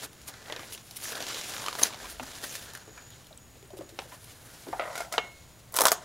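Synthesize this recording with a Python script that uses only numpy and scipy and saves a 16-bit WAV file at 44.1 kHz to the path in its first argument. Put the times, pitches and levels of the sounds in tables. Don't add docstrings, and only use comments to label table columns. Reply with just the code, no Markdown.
import sys
import numpy as np
from scipy import signal
from scipy.fft import rfft, irfft, next_fast_len
from scipy.io import wavfile
from scipy.ndimage import uniform_filter1d

SR = 44100
rng = np.random.default_rng(int(sys.argv[2]) if len(sys.argv) > 2 else 0)


def unload_wav(signal):
    wavfile.write(
        sys.argv[1],
        SR,
        np.round(np.clip(np.atleast_2d(signal).T, -1, 1) * 32767).astype(np.int16),
    )


def amplitude_ratio(level_db):
    exponent = np.asarray(level_db, float) / 20
    return 10 ** exponent


N = 266364
TIME = np.arange(N) / SR
PORT_SIGNS = np.array([[1], [-1]])


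def colour(x, points):
    hz, db = np.transpose(points)
    f = np.fft.rfftfreq(x.shape[-1], 1 / SR) + 1
    gain = amplitude_ratio(np.interp(np.log(f), np.log(hz), db))
    return irfft(rfft(x) * gain, x.shape[-1])


def band(x, lo_hz, hi_hz):
    sos = signal.butter(2, [lo_hz, min(hi_hz, .45 * SR)], "bandpass", fs=SR, output="sos")
    return signal.sosfilt(sos, x)


def unit(x):
    return x / np.sqrt(np.mean(x ** 2))


def walk(rate):
    k = int(SR / rate)
    held = np.repeat(rng.standard_normal(N // k + 1), k)
    return 0.9 * uniform_filter1d(uniform_filter1d(held, k), k)[:N]


# (frequency [Hz], level [dB per Hz])
FILM_SPECTRUM = [(120, -18), (250, -0.5), (590, 0), (1140, -3), (1620, 0.5), (2300, -7), (3900, -5),
                 (6760, -7), (8300, -4), (9800, -10), (13000, -13), (16000, -20)]


def three_bands(x):
    x = colour(x, FILM_SPECTRUM)
    low = colour(x, [(1900, 0), (3200, -60)])
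    top = colour(x, [(6000, -60), (9000, 0)])
    return unit(low), unit(x - low - top), unit(top)


# (time [s], effort [dB], depth [dB])
SLIDE = [(0, -45.5, -6.5), (.09, -62, -1), (.24, -59, -2.5), (.5, -52, 2.5), (.72, -51.5, -2),
         (.86, -64, -6.5), (1.17, -45, 1.5), (1.38, -40.5, -5.5), (1.92, -48, -0.5), (2.16, -52.5, -3),
         (2.3, -49.5, -2.5), (2.7, -50, -2.5), (2.82, -59, 0), (3.13, -56, -2), (3.4, -65.5, -2.5),
         (4.38, -63, -5.5), (4.7, -64, -7), (6.04, -62.5, -2.5)]
# (time [s], peak [dB], time to swell by 10 dB [s], depth [dB])
SWISHES = [(.04, -45.5, 0.02, -2.5), (.29, -47.5, 0.011, 0), (.96, -63, 0.36, -10),
           (1.07, -42, 0.0631, -11.5), (1.53, -62, 0.27, -25), (1.838, -33.5, 0.0313, -6.5),
           (1.795, -39, 0.01, 3), (2.085, -54, 0.04, -7), (2.23, -53.5, 0, 4), (2.442, -41.5, .01, -3),
           (2.3, -54.5, 0.04, -2), (2.37, -63, 0.06, -19), (.725, -50, 0, -7), (2.51, -51, 0.12, -23),
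           (3.78, -52.5, 0.01, -18), (4.095, -62, -0.2, 0), (4.245, -50.5, 0, -17), (4.445, -61, -0.2, -1),
           (4.74, -57, -0.2, -0.5), (5.597, -58, 0.01, -16), (5.775, -40.5, -0.018, -6),
           (5.81, -25.5, 0.0017, 1)]
# (time [s], peak [dB], time to swell by 10 dB [s], depth [dB])
RUBS = [(.375, -66, .04, -1), (2.04, -52.5, 0.027, -0.5), (2.98, -68, 0.072, 4), (3.57, -65, 0.035, -20.5),
        (4.01, -66, 0.023, 2), (4.125, -62, 0.023, 7), (4.3, -54, 0.022, -10), (4.53, -64.5, 0.071, -1),
        (4.635, -65, 0.02, -19), (4.87, -60, 0.12, 14), (4.99, -46, 0.07, -4), (5.146, -42.5, 0.025, 0),
        (5.22, -58, 0.075, 9), (5.43, -63, 0.072, -12), (5.75, -49, 0.013, 5), (5.87, -31, 0.025, 5.5),
        (5.93, -48, 0.039, -2), (5.99, -61, 0.033, 3), (6.039, -53, 0.022, 0.5)]


def effort():
    fade_per_swell = 1.02
    dull_per_depth = 0.11
    slide_top_db, swish_top_db, rub_top_db = -5.5, 1, -9.5
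    t = np.arange(0, N, 32) / SR
    s, db, depth = np.transpose(SLIDE)
    moves = [(np.interp(t, s, db), np.interp(t, s, depth), slide_top_db)]
    for table, top_db in ((SWISHES, swish_top_db), (RUBS, rub_top_db)):
        for at, db, swell, depth in table:
            distance = np.maximum(at - t, (t - at) / fade_per_swell) / max(abs(swell), .003)
            moves.append((db - 10 * distance ** 2, depth, top_db))
    gains = 0
    for db, depth, top_db in moves:
        top = db + top_db - dull_per_depth * depth
        gains = gains + np.array([amplitude_ratio(db + depth), amplitude_ratio(db), amplitude_ratio(top)])
    return [np.interp(TIME, t, gain) for gain in gains]


# (frequency [Hz], width [Hz], level [dB])
HOLLOW = [(670, 255, -0.5), (1000, 210, -0.5), (1380, 420, -5), (1880, 390, -7.5)]
# (time [s], level [dB], half length [s])
WIPES = [
    (0.047, -51, 0.0066),
    (0.283, -39, 0.0075),
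    (0.732, -41.5, 0.0075),
    (0.97, -39.5, 0.005),
    (2.106, -53, 0.019),
]


def sliding():
    held_s = 4.77
    low_gain, mid_gain, top_gain = effort()
    crease_sizes = amplitude_ratio(3.4 * np.minimum(rng.exponential(size=N), 3.0))
    creases = (rng.random(N) < 1300 / SR) * crease_sizes
    puffs = signal.lfilter([1], [1, -np.exp(-1 / (0.00091 * SR))], creases) * rng.standard_normal(N)
    rub = rng.standard_normal(N) * amplitude_ratio(3.2 * walk(60))
    crisp = np.where(TIME < 2.9, 1, .55)
    parts = []
    for hiss, pops, pops_db in zip(three_bands(rub), three_bands(puffs), (-3, -4, -12)):
        part = amplitude_ratio(-3.5) * hiss + amplitude_ratio(pops_db) * crisp * pops
        parts.append(part * amplitude_ratio(1.13 * walk(30)))
    low, mid, top = parts
    drive = unit(rub) + unit(puffs)
    hollow = unit(sum(amplitude_ratio(db) * band(drive, hz - w / 2, hz + w / 2) for hz, w, db in HOLLOW))
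    low = np.where(TIME > held_s, hollow + amplitude_ratio(-20) * low, low)
    top = np.where(TIME > held_s, colour(top, [(9500, 0.5), (13000, -3)]), top)
    flicks = sum(amplitude_ratio(db) * np.exp(-np.abs(TIME - at) / half) for at, db, half in WIPES)
    return low_gain * low + (mid_gain + flicks) * mid + (top_gain + amplitude_ratio(4.0) * flicks) * top


# (time [s], peak [dB], time to swell by 10 dB [ms], frequency [Hz])
POCKETS = [(0.281, -50.5, 9, 1190), (0.36, -56, 60, 1740), (0.47, -55, 30, 1830), (0.54, -50, 30, 1830),
           (0.61, -51, 40, 2100), (0.735, -57, 30, 377), (0.73, -49, 18, 11000), (1.07, -43, 40, 6500),
           (1.24, -49, 32, 3000), (1.31, -48, 25, 1290), (1.375, -44, 40, 3570), (1.17, -46, 28, 1600),
           (1.44, -49, 20, 2490), (1.575, -46, 22, 6500), (1.9, -51, 30, 950), (2.085, -51.5, 18, 1500),
           (2.237, -55, 7, 7000), (2.305, -57, 15, 9000), (2.335, -54, 20, 3600), (2.443, -50, 13, 610),
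           (2.443, -45, 12, 1750), (2.5, -46, 20, 6500), (2.7, -53, 42, 1600), (2.995, -54, 14, 1590),
           (3.125, -57, 23, 3620), (4.0, -48.5, 12, 540), (4.245, -58, 48, 10000), (5.03, -51, 22, 1450),
           (5.07, -50.5, 30, 716), (5.97, -46, 30, 960)]


def pockets():
    width = .27
    rub = rng.standard_normal(N) * amplitude_ratio(1.6 * walk(150))
    out = np.zeros(N)
    for at, db, swell_ms, hz in POCKETS:
        near = slice(max(int((at - .2) * SR), 0), int((at + .2) * SR))
        tone = unit(band(rub[near], hz * (1 - width / 2), hz * (1 + width / 2)))
        out[near] += tone * amplitude_ratio(db - 10 * (1000 * (TIME[near] - at) / swell_ms) ** 2)
    return out


def peak(x):
    return x / np.abs(x).max(axis=-1, keepdims=True)


def blows(table, tilt_db, t60, crack_t60, rattle_db, q, overtones, thud_db, kick_db):
    length = 6144
    s, crack_db, body_db, hz = np.transpose(table)[:4, :, None]
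    t = np.arange(length) / SR
    f = np.fft.rfftfreq(length, 1 / SR) + 1
    noise = rng.standard_normal((len(table), 2, length))

    def fade(t60):
        return amplitude_ratio(-60 * t / np.clip(t60, .004, .3))

    def ring(centre, q):
        return 1 / (1 + 1j * q * (f / centre - centre / f))

    crack = noise[:, 0] * (1 - np.exp(-t / 0.00034))
    crack = crack * (fade(crack_t60) + amplitude_ratio(rattle_db) * fade(9.1 * crack_t60))
    tilt = amplitude_ratio(tilt_db * np.log2(np.maximum(f / 2500, 1)))
    crack = band(irfft(rfft(crack) * tilt), 3550, 13540)
    shell = ring(hz, q) + amplitude_ratio(thud_db) * ring(630, 0.78)
    for ratio, db in overtones:
        shell = shell + amplitude_ratio(db) * ring(ratio * np.minimum(hz, 700), ratio * q)
    soft = 1 / (1 + 1j * f / 2400) ** 2
    soft = soft / (1 - 1j * 190 / f) ** 2
    push = amplitude_ratio(kick_db + 12.5) * (t == 0) + noise[:, 1] * fade(t60)
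    body = irfft(rfft(push) * shell * soft)
    out = np.zeros(N + length)
    for at, sound in zip(s[:, 0], amplitude_ratio(crack_db) * peak(crack) + amplitude_ratio(body_db) * peak(body)):
        out[int(at * SR):int(at * SR) + length] += sound
    return out[:N]


# (time [s], crack [dB], body [dB], body frequency [Hz])
TIPS = [(.339, -37.5, -42, 1582), (.459, -39, -51, 495), (.483, -46, -48, 670), (.499, -34, -31.5, 600),
        (.5235, -24, -27, 544), (.5626, -28, -32, 527), (.594, -32.5, -34.5, 360), (.632, -37, -37, 746),
        (.7766, -33.5, -47, 326), (.807, -44, -56, 306), (1.926, -34, -36, 1170), (1.935, -32, -46, 1211),
        (1.944, -31, -35.5, 925), (2.043, -46, -36.5, 1000), (2.055, -37, -37, 1110), (2.35, -45, -47, 315),
        (2.9776, -44, -36, 1600)]
# (time [s], crack [dB], body [dB], body frequency [Hz])
PULL = [(1.055, -39, -30, 1780), (1.105, -36, -34, 1570), (1.1204, -28, -31.5, 527),
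        (1.131, -34, -29, 1580), (1.153, -25, -35.5, 635), (1.169, -34, -32, 1604), (1.177, -32, -30, 1590),
        (1.2037, -28, -35, 656), (1.2246, -23, -33, 721), (1.2665, -27, -35.5, 1070),
        (1.2865, -25.5, -46, 312), (1.3453, -24, -38, 440), (1.537, -29, -38, 1520),
        (1.565, -26, -33, 1500), (1.581, -31, -31, 1200), (1.599, -38, -36, 900), (1.608, -42, -36, 1000),
        (1.619, -30, -35, 1000), (1.695, -32, -35, 1000), (1.305, -33, -33, 1290), (1.37, -36, -32, 1200),
        (1.631, -33, -32, 706), (1.641, -34, -29, 1100), (1.652, -36, -33, 1000), (1.662, -22.5, -26, 1000),
        (1.674, -32, -28, 1000), (1.683, -18.5, -21.5, 1060), (1.71, -29.5, -36, 1500),
        (1.728, -26, -29, 920), (1.7524, -29, -27, 870), (1.8168, -26, -24, 814), (1.8677, -22.5, -39, 823)]
# (time [s], crack [dB], body [dB], body frequency [Hz])
TAUT = [(.131, -42, -53, 726), (.216, -37, -67, 301), (.749, -31, -58, 613), (.91, -30.5, -49, 726),
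        (1.217, -31, -37, 667), (1.8303, -11, -23, 850), (1.8335, -9.5, -48, 796), (2.234, -33, -34, 791),
        (2.362, -39, -60, 1560), (2.438, -30, -32, 1765), (2.553, -24, -31.5, 1890),
        (2.7352, -34, -44, 900), (2.7506, -30, -31, 1630), (2.7736, -35, -38, 1400),
        (3.104, -38.5, -49, 1900), (3.244, -46, -60, 400), (3.2685, -41.5, -60, 409),
        (3.3755, -41, -60, 400)]


def folds():
    film = dict(crack_t60=0.01, rattle_db=-16, q=3.8, thud_db=-13.5, kick_db=7.5)
    tips = blows(TIPS, tilt_db=-13.0, t60=0.073, overtones=[(3.3, -1.2)], **film)
    pull = blows(PULL, tilt_db=-9.5, t60=0.034, overtones=[(2.2, -40)], **film)
    taut = blows(TAUT, tilt_db=-2.5, t60=0.054, overtones=[(2.2, -40)], **film)
    return tips + pull + taut


# (frequency [Hz], half length [s], level [dB])
CUFF = [(6330, 0.00073, -4.5), (3980, 0.0021, -29.5), (10600, 0.0012, -11)]


def cuff():
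    t = TIME - 1.8348
    return sum(amplitude_ratio(db) * np.exp(-np.abs(t) / half) * np.sin(2 * np.pi * hz * t) for hz, half, db in CUFF)


# (time [s], frequency [Hz], level [dB])
PINGS = [(2.805, 4300, -46), (3.135, 3800, -46), (3.245, 3100, -46), (3.263, 3600, -47),
         (3.329, 3850, -38.5), (3.376, 7900, -34), (3.385, 3100, -46), (3.677, 9000, -47.5),
         (4.0, 8200, -43.5), (4.032, 10500, -49), (4.178, 9500, -47), (.749, 2900, -32.5)]


def pings():
    out = np.zeros(N)
    for at, hz, db in PINGS:
        t = TIME - at
        out += amplitude_ratio(db) * np.exp(-np.abs(t) / 0.00061) * np.sin(2 * np.pi * hz * t)
    return out


# (time [s], crack [dB], body [dB], body frequency [Hz])
SHELF = [(2.877, -56, -39.5, 390), (3.309, -60, -43.5, 565), (3.555, -50, -48.5, 543),
         (3.6267, -45.5, -44.5, 385), (3.7044, -45, -43.5, 580), (3.7332, -56, -35, 352),
         (3.77, -43, -41.5, 530), (3.7878, -39, -34.5, 340), (3.8084, -46, -33.5, 560),
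         (3.8218, -42.5, -41, 328), (3.891, -40.5, -49, 576), (2.202, -60, -39, 262),
         (3.924, -59, -45.5, 334), (4.0178, -41, -40, 810), (4.0522, -53.5, -44, 534),
         (4.667, -58, -33.5, 334), (4.684, -39.5, -33.5, 323)]
# (time [s], crack [dB], body [dB], body frequency [Hz])
EDGE = [
    (4.12, -40.5, -41.5, 1000),
    (4.7277, -56, -22.5, 800),
]


def bumps():
    shelf = dict(crack_t60=0.0073, rattle_db=-11, q=6.9, overtones=[(1.7, -36)], thud_db=-61, kick_db=-3)
    shelf_t60 = 48 / np.array(SHELF)[:, 3:]
    return blows(SHELF, tilt_db=-6.5, t60=shelf_t60, **shelf) + blows(EDGE, tilt_db=-24, t60=0.095, **shelf)


# (time [s], crack [dB], body [dB], body frequency [Hz])
GRIP = [(4.796, -31, -17.5, 632), (4.81, -35, -28, 676), (4.8214, -44, -23, 627), (4.8374, -43, -27.5, 680),
        (4.8544, -51, -30.5, 600), (4.8773, -55, -29.5, 615), (4.9033, -52, -33, 624)]
# (time [s], crack [dB], body [dB], body frequency [Hz])
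TURN = [(4.929, -40, -35.5, 629), (4.955, -30.5, -24.5, 657), (4.9674, -37, -43, 710),
        (4.9776, -27, -25, 720), (4.9934, -41, -34, 595), (5.005, -29, -23.5, 676), (5.0194, -41, -32, 780),
        (5.049, -49, -35.5, 656), (5.1245, -23, -27.5, 624), (5.1394, -36, -21.5, 687)]
# (time [s], crack [dB], body [dB], body frequency [Hz])
KNOCKS = [
    (2.1974, -45, -24, 770),
    (3.9893, -25.5, -23.5, 660),
    (5.1806, -14.5, -9, 970),
]


def carton():
    overtones = [(2.05, 0.23), (3.1, -2.2)]
    held = dict(crack_t60=0.028, rattle_db=-11.0, q=9.3, overtones=overtones, thud_db=-16.5, kick_db=11)
    grip = blows(GRIP, tilt_db=-23, t60=0.07, **held)
    turn = blows(TURN, tilt_db=-3.5, t60=0.075, **held)
    knocks = blows(KNOCKS, tilt_db=-18.0, t60=0.06, crack_t60=0.013, rattle_db=-20, q=1.5,
                   overtones=[(3.7, 1)], thud_db=-3.0, kick_db=5.5)
    return grip + turn + knocks


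# (time [s], crack [dB], body [dB], body frequency [Hz], crack brightness [dB per octave])
LID = [(5.723, -34, -52, 1000, 8), (5.741, -23, -32, 1000, 1), (5.7466, -24.5, -29, 555, 0),
       (5.757, -23, -36, 1297, 2), (5.763, -20, -27, 1350, 2), (5.7653, -10, -28, 1350, 3),
       (5.771, -15, -23, 1000, -1), (5.7876, -8.5, -13.5, 1010, -5), (5.7905, -28, -18, 1400, 0),
       (5.7995, -19, -22, 615, -1), (5.807, -8.5, -14, 620, 1.5), (5.8168, -7, -14, 960, 1.5),
       (5.82, -18, -18.5, 463, -2), (5.837, -15, -16, 524, 6), (5.842, -21, -22, 1000, 6),
       (5.8539, -5.5, -7.5, 610, -2), (5.8552, -15, -11, 970, -5), (5.8615, -20, -11, 1000, 2),
       (5.8686, -9.5, -14, 1370, 2), (5.8831, -7.5, -16, 690, -5), (5.907, -24, -28, 517, 5),
       (5.9179, -5.5, -11, 714, 0), (5.927, -28, -20, 1000, -2), (5.9386, -34, -32, 1070, 0)]


def lid():
    table = np.array(LID)
    t60 = np.where(table[:, :1] < 5.85, .045, .036)
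    return blows(LID, tilt_db=table[:, 4:], t60=t60, crack_t60=0.0083, rattle_db=-14.5, q=5.3,
                 overtones=[(1.62, -3.2)], thud_db=-14, kick_db=10.5)


# (frequency [Hz], level [dB], decay by 60 dB [s])
DISH = [(1460, -22, 0.3), (2175, 4, 0.52), (2340, -12, 0.24), (2681, -15, 0.13), (2826, -12, 0.4),
        (4170, -19, 1.2), (6630, -19, 1.1), (8592, -33, 0.55)]


def dish():
    t = np.maximum(TIME - 5.182, 0)
    return sum(amplitude_ratio(-40.5 + db - 60 * t / t60) * np.sin(2 * np.pi * hz * t) for hz, db, t60 in DISH)


# (frequency [Hz], decay by 60 dB [s])
WALLS = [(150, 0.42), (1000, 0.34), (4000, 0.3), (16000, 0.035)]


def room(x):
    t = np.arange(int(.4 * SR)) / SR
    hz, t60 = np.transpose(WALLS)
    mid, side = rng.standard_normal((2, len(t)))
    ports = mid + 0.037 * side * PORT_SIGNS
    tail = 0
    for f in 180 * 2. ** np.arange(7):
        octave_t60 = np.interp(np.log(f), np.log(hz), t60)
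        tail = tail + band(ports, f / 2 ** .5, f * 2 ** .5) * amplitude_ratio(-60 * t / octave_t60)
    tail = tail * (1 - np.exp(-t / 0.0021))
    return signal.fftconvolve(x[None], tail / np.sqrt(np.sum(tail ** 2) / 2))[:, :N]


# (frequency [Hz], level [dB per Hz])
HISS = [(20, -8.5), (54, -8), (81, -0.5), (120, 2), (180, -4.5), (250, -8.5), (500, -13), (911, -16.5),
        (3080, -21), (4370, -24.5), (6920, -22.5), (12900, -27), (16000, -27.5)]
# (frequency [Hz], width [Hz], level [dB])
HUM = [(59.3, 27, -69.5), (116.5, 24, -74.5)]
# (time [s], level [dB])
WHINE = [(0, -71), (2.7, -73), (2.9, -64), (3.0, -61.5), (3.08, -66), (3.36, -80), (3.43, -68), (3.55, -76),
         (3.75, -69), (3.84, -59.5), (3.97, -78), (5.2, -75), (5.42, -67), (5.6, -75), (6.04, -82)]


def background():
    mid, side = rng.standard_normal((2, N))
    ports = mid + colour(side, [(300, -13), (2000, -20.0)]) * PORT_SIGNS
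    hiss = amplitude_ratio(-54.5) * unit(colour(ports, HISS))
    hum = 0
    for hz, w, db in HUM:
        hum = hum + amplitude_ratio(db + 7.5 * walk(4)) * unit(band(ports, hz - w / 2, hz + w / 2))
    whine_hz = 6850
    whine_db = np.interp(TIME, *np.transpose(WHINE)) + 5.4 * walk(5.7)
    whine = amplitude_ratio(whine_db) * unit(band(mid, whine_hz - 150, whine_hz + 150))
    return hiss + hum + whine


def scene():
    chest_notch = [(7300, 0), (8250, -9), (9200, 1), (10500, 0)]
    hands = colour(sliding() + folds() + pockets(), chest_notch)
    near = hands + bumps() + carton() + lid() + dish()
    return near + cuff() + pings() + amplitude_ratio(-17.0) * room(near) + background()


def low_pass(x):
    return signal.sosfilt(signal.butter(12, 17160, fs=SR, output="sos"), x)


# (frequency [Hz], level [dB])
PORTS = [(100, -22.5), (500, -14.5), (1500, -20.5), (3000, -28.5), (5000, -22.5), (8000, -13.5),
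         (11000, -17.5), (13000, -29)]


def record(dry):
    top_hz = 15780
    dry = colour(dry, [(top_hz, 0), (1.015 * top_hz, -45)])
    mid = dry.mean(axis=0)
    turned = signal.hilbert(mid, next_fast_len(N))[:N].imag
    cloth = rng.standard_normal(400) * np.exp(-np.arange(400) / 90)
    scatter = signal.fftconvolve(mid, cloth / np.sqrt(np.sum(cloth ** 2)))[:N]
    left_bass = colour(mid, [(200, -24), (500, -6), (1200, -10), (2000, -30)])
    lean = amplitude_ratio(-3) * turned + amplitude_ratio(-3) * scatter + left_bass
    mix = dry + colour(lean, PORTS) * PORT_SIGNS
    return low_pass(mix)


dry = scene()
out = record(dry)
unload_wav(out)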